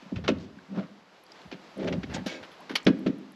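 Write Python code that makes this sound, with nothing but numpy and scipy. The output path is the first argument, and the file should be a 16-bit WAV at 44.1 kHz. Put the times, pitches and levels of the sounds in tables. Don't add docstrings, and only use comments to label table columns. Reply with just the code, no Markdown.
import sys
import numpy as np
from scipy import signal
from scipy.fft import rfft, irfft
from scipy.io import wavfile
from scipy.ndimage import uniform_filter1d

SR = 44100
rng = np.random.default_rng(int(sys.argv[2]) if len(sys.argv) > 2 else 0)


def output_pcm(signal):
    pcm = np.clip(np.atleast_2d(signal).T, -1, 1) * 32767
    wavfile.write(sys.argv[1], SR, np.round(pcm).astype(np.int16))


def decibels_to_gain(level_db):
    exponent = np.asarray(level_db, float) / 20
    return 10 ** exponent


N = 147735

# freq_hz, level_db
AIR_SPECTRUM = [(30, -4.5), (70, -13), (110, -13.5), (170, -3), (400, -1.5), (600, -0.5), (900, -1.5),
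                (4800, -14), (8000, -28), (10000, -59.5)]
# time_s, level_db
AIR_SWELL = [(0, 0.5), (.6, -1), (1.1, -2.5), (1.45, 3), (1.7, 4), (2.5, 3), (3.35, 0)]
AIR_DB, AIR_FIZZ_DB = -55.5, -84
MURMUR_FLICKER_DB, HISS_FLICKER_DB, FIZZ_FLICKER_DB = 2.5, 1.2, 0.83

SCRAPE_START_S = [0, .72, 1.77, 2.1, 2.13, 2.265, .39]
# swell_s, hold_s, fade_s, level_db
SCRAPES = [
    (0.019, 0.014, 0.033, -55.5),
    (0.05, 0.022, 0.14, -44.5),
    (0.022, 0.07, 0.15, -49.5),
    (0.013, 0.072, 0.043, -46),
    (0.017, 0.0088, 0.026, -36),
    (0.0015, 0.066, 0.089, -43),
    (0.0091, 0.038, 0.07, -58),
]
SCRAPE_PITCH_HZ = [2480, 1190, 1790, 1530, 5500, 3500, 4000]
SCRAPE_TREBLE_DB = [-39, -37, -51, -27.5, -42, -32, -50]
# freq_hz, level_db
CONTACT_BODY = [(240, -2), (400, 7), (1090, -8), (1330, -6), (3290, -9.5), (4020, -13), (6000, -22),
                (8000, -42.5), (10400, -60), (17600, -120)]
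# freq_hz, level_db
DULL = [(6500, -2), (8500, -11), (14000, -48)]
TREBLE_HZ, TREBLE_WIDTH_HZ, GRIT_DB = 10800, 3500, 3

# freq_hz, level_db, t60_s
HULL_MODES = [(58, -18.5, 0.61), (90.4, -6, 0.25), (145.4, -11, 0.19), (187, -2, 0.14), (215.2, -5, 0.13),
              (265.5, -0.5, 0.087), (320.2, -5, 0.077), (393.4, -4, 0.099), (472, -18.5, 0.14),
              (517.6, -7.5, 0.14), (621, 1, 0.069), (795, -11, 0.13), (879, -11, 0.15)]
# start_s, peak_db, struck_hz, ring_ratio
KNOCKS = [(0.02, -43, 256, 1), (0.054, -40, 180, 1), (0.118, -22.5, 250, 1), (0.165, -24, 138, 0.12),
          (0.284, -12.5, 380, 0.55), (0.118, -39, 585, 0.39), (.185, -33, 410, .4), (1.469, -48, 65, 0.43),
          (2.41, -49, 109, 0.48), (2.163, -28.5, 775, 0.18), (0.564, -41, 208, 0.78),
          (1.452, -41, 186, 0.23), (1.52, -30, 344, 1), (1.975, -20.5, 172, 0.22),
          (2.175, -28.5, 232, 0.76), (2.258, -23, 270, 0.47), (2.262, -29, 560, 0.51),
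          (2.335, -37, 324, 0.79), (2.701, -27.5, 315, 1)]
# start_s, peak_db, struck_hz, ring_ratio
FURTHER_KNOCKS = [
    (0.297, -17.5, 270, 0.82),
    (.316, -20.5, 270, 1.02),
    (0.769, -21.5, 190, 0.68),
    (0.784, -25.5, 181, 0.35),
    (1.542, -37, 187, 0.29),
    (2.035, -28.5, 280, 0.92),
    (2.211, -32, 203, 0.48),
    (2.731, -30, 270, 0.35),
]
REACH_OCT, PUSH_S = 0.62, 0.006
BOOM_DB, BOOM_T60_S, BOOM_HZ = -25, 0.7, 270

RUB_START_S = [.67, 1.752, 2.05, .13, 2.28, 1.8, .7, 2.07, 1.76]
# swell_s, hold_s, fade_s, level_db
RUBS = [
    (0.044, 0.1, 0.11, -38.5),
    (0.032, 0.18, 0.03, -34),
    (0.065, 0.1, 0.023, -38.5),
    (0.014, 0.22, 0.25, -39),
    (0.028, 0.063, 0.12, -43.5),
    (0.078, 0.25, 0.23, -42),
    (0.075, 0.032, 0.059, -39.5),
    (0.099, 0.014, 0.029, -40),
    (0.063, 0.11, 0.07, -40),
]
# slip_rate_hz, unevenness_ratio
RUB_SLIPS = [(190.2, 0.259), (63.14, 0.1245), (92.4, 0.31), (73.9, 0.243), (106.3, 0.366), (45.7, 0.335),
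             (284, 0.396), (250, 0.65), (126.5, 0.1994)]
RUB_PITCH_HZ = [198, 280, 210, 134.4, 413, 78, 485, 690, 567]

# start_s, peak_db, pitch_hz, t60_s, treble_db
CLICKS = [(0.158, -33.5, 2600, 0.11, -53), (0.2403, -29, 1530, 0.12, -44),
          (0.2788, -13.5, 2750, 0.077, -43), (0.286, -19, 2560, 0.049, -55),
          (1.514, -28.5, 2700, 0.099, -51), (1.8439, -22, 2150, 0.022, -42),
          (1.8738, -22.5, 2440, 0.075, -59), (1.924, -23, 2110, 0.072, -51),
          (2.0319, -23.5, 1980, 0.053, -53), (2.0953, -37, 1590, 0.094, -41), (2.148, -32, 1730, 0.16, -42),
          (2.26, -29, 5130, 0.13, -18), (2.4287, -29.5, 2100, 0.089, -30), (2.5142, -44.5, 3500, 0.16, -17),
          (2.6943, -27.5, 1600, 0.17, -29), (2.7539, -14.5, 3360, 0.048, -15.5),
          (2.7738, -30.5, 4210, 0.089, -48), (2.866, -13, 1496, 0.086, -41),
          (3.0625, -25, 1950, 0.1, -37.5)]
CLICK_RISE_S, CLICK_RING_DB, CLICK_Q = 0.0044, -6, 3.9

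# freq_hz, width_hz, level_db
REEL_BODY = [(1610, 31, -2), (2240, 50, 4.5), (2590, 24, -4.5), (3300, 60, -8), (3700, 64, -12),
             (4570, 41, -13), (4830, 51, -16), (5600, 25, -13), (7000, 41, -10)]
# freq_hz, width_hz, level_db
RATTLE_BODY = [(760, 47, 2), (1600, 41, -2), (1740, 23, -11), (1970, 33, -7), (2870, 240, -18)]
# freq_hz, width_hz, level_db
BUTT_BODY = [(604, 50, 4.5), (1367, 57, -9.5), (1540, 29, -12), (1860, 28, -15), (2110, 49, -7.5),
             (2600, 29, -8.5), (2990, 50, -17), (3665, 20, -12)]
# freq_hz, width_hz, level_db
BAIL_BODY = [(2210, 71, -4.5), (3120, 410, 4), (4390, 210, -1), (4850, 80, -13), (5190, 240, -10),
             (5860, 130, -10)]
# freq_hz, width_hz, level_db
RAIL_BODY = [(1620, 78, 3), (2115, 15, -3), (2520, 190, -1.5), (3160, 37, -2.5), (4150, 120, -19.5)]
SINGING_BODIES = [REEL_BODY, RATTLE_BODY, BUTT_BODY, BAIL_BODY, RAIL_BODY, RAIL_BODY]
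SINGING_START_S = [2.262, 2.1, .279, 2.753, 2.865, 3.062]
# swell_s, hold_s, fade_s, level_db
SINGING = [
    (0.011, 0.096, .06, -46.5),
    (0.041, 0.048, 0.064, -44),
    (0.0072, 0.0063, 0.034, -24),
    (0.0021, 0.0087, 0.02, -24),
    (.003, 0.0045, 0.035, -27.5),
    (0.0014, 0.0029, 0.032, -40),
]
WASH_DB, WASH_T60_S, WASH_HZ = -25, 0.4, 900

# start_s, peak_db, pitch_hz
PINGS = [
    (0.385, -44, 4000),
    (0.588, -41, 1600),
    (1.265, -52, 4740),
    (1.165, -50, 2320),
    (1.319, -41, 4870),
    (1.417, -45.5, 3500),
    (1.846, -51.5, 6830),
    (2.83, -49, 7100),
    (2.851, -40, 5300),
]
# start_s, peak_db, pitch_hz
TICKS = [
    (1.2376, -55.5, 11200),
    (1.778, -56.5, 10370),
    (2.5262, -66, 11500),
    (2.605, -55.5, 10500),
    (2.846, -54, 10500),
    (2.991, -58, 11300),
    (3.1844, -61, 10800),
    (3.3197, -52.5, 10700),
]
TICK_T60_S = 0.018

# start_s, peak_db, struck_hz
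CREAK_SLIPS = [(1.768, -35, 330), (1.791, -29, 344), (1.814, -26.5, 330), (1.842, -25.5, 294),
               (1.853, -24, 310), (1.873, -28, 352), (1.883, -23, 334), (1.91, -25, 284), (1.923, -30, 353),
               (1.934, -24, 290), (1.951, -29, 250)]
CREAK_RING, CREAK_PUSH_S = 0.35, 0.0015

# start_s, peak_db, first_hz, last_hz, length_s
BUBBLES = [
    (2.588, -48.5, 624, 900, 0.029),
    (2.602, -46.5, 850, 1190, 0.028),
    (2.619, -51, 477, 760, .03),
]

# start_s, peak_db
BLOWS = [
    (2.8645, -8),
    (3.0605, -15),
]
# delay_s, level_db, struck_hz, ring_ratio, push_s
BLOW_PARTS = [
    (.001, 0, 270, 0.49, 0.0014),
    (0.0104, -7, 250, 0.37, .003),
    (0.017, -5, 320, 1.26, .003),
    (.036, -4.5, 262, 0.2, .012),
    (.062, -20, 254, .25, .015),
    (.08, -23.5, 266, 6.7, .02),
]

NOTCH_HZ, NOTCH_WIDTH_HZ, NOTCH_DB = 9140, 1200, -6.5
# freq_hz, level_db
MIC = [(20, -30), (60, -4), (130, 0), (NOTCH_HZ - NOTCH_WIDTH_HZ, 0), (NOTCH_HZ, NOTCH_DB),
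       (NOTCH_HZ + NOTCH_WIDTH_HZ, 0), (13000, -3), (14400, -20), (14700, -80)]


def colour(x, table):
    hz, db = np.array(table, float).T
    f = np.maximum(np.arange(len(x) // 2 + 1) * SR / len(x), 1)
    return irfft(rfft(x) * decibels_to_gain(np.interp(np.log(f), np.log(hz), db)), len(x))


def unit(x):
    return x / np.sqrt(np.mean(x ** 2))


def band(x, hz, width_hz):
    return signal.lfilter(*signal.iirpeak(min(hz, .45 * SR), max(hz / width_hz, .4), fs=SR), x)


def band_twice(x, hz, width_hz):
    return band(band(x, hz, width_hz), hz, width_hz)


def add(out, start_s, x):
    i = max(int(start_s * SR), 0)
    out[i:i + len(x)] += x[:N - i]


def walk(rate_hz, count=N):
    k = max(int(SR / rate_hz), 1)
    return uniform_filter1d(np.repeat(rng.standard_normal(count // k + 1), k), k)[:count]


def swell(start_s, rise_s, hold_s, fade_s, count=N):
    t = np.arange(count) / SR - start_s
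    fall = np.clip((t - rise_s - hold_s) / fade_s, 0, 9)
    return np.clip(t / rise_s, 0, 1) ** 2 * decibels_to_gain(-30 * fall)


def diffuse(x, hz, width_hz, t60_s, build_s):
    t = np.arange(SR) / SR
    tail = band(rng.standard_normal(SR), hz, width_hz)
    tail *= decibels_to_gain(-60 * t / t60_s) * (1 - np.exp(-t / build_s))
    return signal.fftconvolve(x, tail / np.sqrt(np.sum(tail ** 2)))[:N]


def air():
    hiss = unit(colour(rng.standard_normal(N), AIR_SPECTRUM))
    murmur = band(band(hiss, 220, 300), 220, 400)
    rest = hiss - murmur
    bed = murmur * decibels_to_gain(MURMUR_FLICKER_DB * walk(10)) + rest * decibels_to_gain(HISS_FLICKER_DB * walk(18))
    fizz = unit(band_twice(rng.standard_normal(N), 11000, 3500)) * decibels_to_gain(FIZZ_FLICKER_DB * walk(11))
    time_s, level_db = np.array(AIR_SWELL).T
    level = decibels_to_gain(np.interp(np.arange(N) / SR, time_s, level_db))
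    return (decibels_to_gain(AIR_DB) * unit(bed) + decibels_to_gain(AIR_FIZZ_DB) * fizz) * level


def gritty(count, hz, ring_db, treble_db, q):
    noise = rng.standard_normal((3, count)) * decibels_to_gain(GRIT_DB * walk(400, count=count))
    highpass = signal.butter(2, min(hz * 0.3, 5000.), "high", fs=SR)
    body = unit(colour(signal.lfilter(*highpass, noise[0]), CONTACT_BODY))
    ring = unit(colour(band(band(noise[1], hz, hz / q), hz, hz), DULL))
    fizz = unit(band_twice(noise[2], TREBLE_HZ, TREBLE_WIDTH_HZ))
    return unit(body + decibels_to_gain(ring_db) * ring) + decibels_to_gain(treble_db) * fizz


def scrapes():
    out, count = np.zeros(N), SR // 2
    events = zip(SCRAPE_START_S, SCRAPES, SCRAPE_PITCH_HZ, SCRAPE_TREBLE_DB)
    for start_s, (rise_s, hold_s, fade_s, db), hz, treble_db in events:
        shape = swell(0, rise_s, hold_s, fade_s, count=count)
        add(out, start_s, decibels_to_gain(db) * shape * gritty(count, hz, 0, treble_db, 1))
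    return out


def strike(hz, ring, push_s=PUSH_S, reach_oct=REACH_OCT):
    t = np.arange(SR // 3)[:, None] / SR
    f, db, t60_s = np.array(HULL_MODES).T
    off_pitch_db = 8.76 * (np.log2(f / hz) / reach_oct) ** 2 * np.sqrt(push_s / PUSH_S)
    gain = decibels_to_gain(db - off_pitch_db) * (-1.) ** np.arange(len(f))
    decay = decibels_to_gain(-60 * t / (t60_s * max(ring, .1)))
    x = (gain * np.sin(2 * np.pi * f * t) * decay).sum(axis=1)
    x *= 1 - np.exp(-t[:, 0] / push_s)
    return x / np.abs(x).max()


def knocks():
    out = np.zeros(N)
    for start_s, db, hz, ring in KNOCKS + FURTHER_KNOCKS:
        add(out, start_s, decibels_to_gain(db) * strike(hz, ring))
    return out


def rubs():
    out = np.zeros(N)
    events = zip(RUB_START_S, RUBS, RUB_SLIPS, RUB_PITCH_HZ)
    for start_s, (rise_s, hold_s, fade_s, db), (rate_hz, uneven), hz in events:
        chance = rng.standard_normal((400, 2))
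        slip_s = (np.cumsum(np.abs(1 + uneven * chance[:, 0])) - 1) / rate_hz
        at = (slip_s * SR).astype(int).clip(0, SR - 1)
        slips, rub = np.zeros(SR), np.zeros(N)
        slips[at] = decibels_to_gain(2 * chance[:, 1])
        response = strike(hz, 0.4, push_s=0.0038, reach_oct=0.78)
        add(rub, start_s, unit(signal.fftconvolve(slips, response)[:SR]))
        out += decibels_to_gain(db) * rub * swell(start_s, rise_s, hold_s, fade_s)
    return out


def clicks():
    out, t = np.zeros(N), np.arange(SR // 4) / SR
    for start_s, db, hz, t60_s, treble_db in CLICKS:
        decay = decibels_to_gain(-60 * t / t60_s) + decibels_to_gain(-48 - 15 * t / t60_s)
        shape = np.clip(t / CLICK_RISE_S, 0, 1) * decay
        burst = gritty(len(t), hz, CLICK_RING_DB, treble_db, CLICK_Q)
        add(out, start_s - .001, decibels_to_gain(db - 5.5) * shape * burst)
    return out


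def singing():
    out, count = np.zeros(N), SR // 4
    for start_s, (rise_s, hold_s, fade_s, db), body in zip(SINGING_START_S, SINGING, SINGING_BODIES):
        ring = np.zeros(count)
        for hz, width_hz, part_db in body:
            tone = unit(band(rng.standard_normal(count), hz, width_hz))
            ring += decibels_to_gain(part_db + 3.2 * walk(60, count=count)) * tone
        shape = swell(0, rise_s, hold_s, fade_s, count=count)
        add(out, start_s, decibels_to_gain(db) * shape * unit(colour(ring, DULL)))
    return out


def pings_and_ticks():
    out, t = np.zeros(N), np.arange(SR // 4) / SR
    for start_s, db, hz in TICKS + PINGS:
        tone = np.sin(2 * np.pi * hz * t)
        noise = unit(band_twice(rng.standard_normal(len(t)), hz, hz / 3))
        add(out, start_s, decibels_to_gain(db - 2.5) * decibels_to_gain(-60 * t / TICK_T60_S) * (tone + noise))
    return out


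def creak():
    out = np.zeros(N)
    for start_s, db, hz in CREAK_SLIPS:
        add(out, start_s, decibels_to_gain(db) * strike(hz, CREAK_RING, CREAK_PUSH_S))
    return out


def bubbles():
    out = np.zeros(N)
    for start_s, db, first_hz, last_hz, length_s in BUBBLES:
        t = np.arange(int(length_s * SR)) / (length_s * SR)
        phase = 2 * np.pi * np.cumsum(first_hz * (last_hz / first_hz) ** t) / SR
        add(out, start_s, decibels_to_gain(db) * np.sin(np.pi * t) * np.sin(phase))
    return out


def blows():
    out = np.zeros(N)
    for start_s, db in BLOWS:
        for delay_s, part_db, hz, ring, push_s in BLOW_PARTS:
            add(out, start_s + delay_s, decibels_to_gain(db + part_db) * strike(hz, ring, push_s))
    return out


def scene():
    hull = knocks() + rubs() + creak() + blows()
    boom = decibels_to_gain(BOOM_DB) * diffuse(hull, BOOM_HZ, 590, BOOM_T60_S, 0.0076)
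    gear = scrapes() + clicks() + singing() + pings_and_ticks()
    wash = decibels_to_gain(WASH_DB) * diffuse(gear, WASH_HZ, 1200, WASH_T60_S, 0.008)
    return (hull + boom + gear + wash + bubbles() + air())[None]


def band_limit(x):
    return signal.sosfilt(signal.butter(12, 14500, fs=SR, output="sos"), x)


def record(dry):
    mix = colour(dry[0], MIC)[None]
    return band_limit(mix)


dry = scene()
out = record(dry)
output_pcm(out)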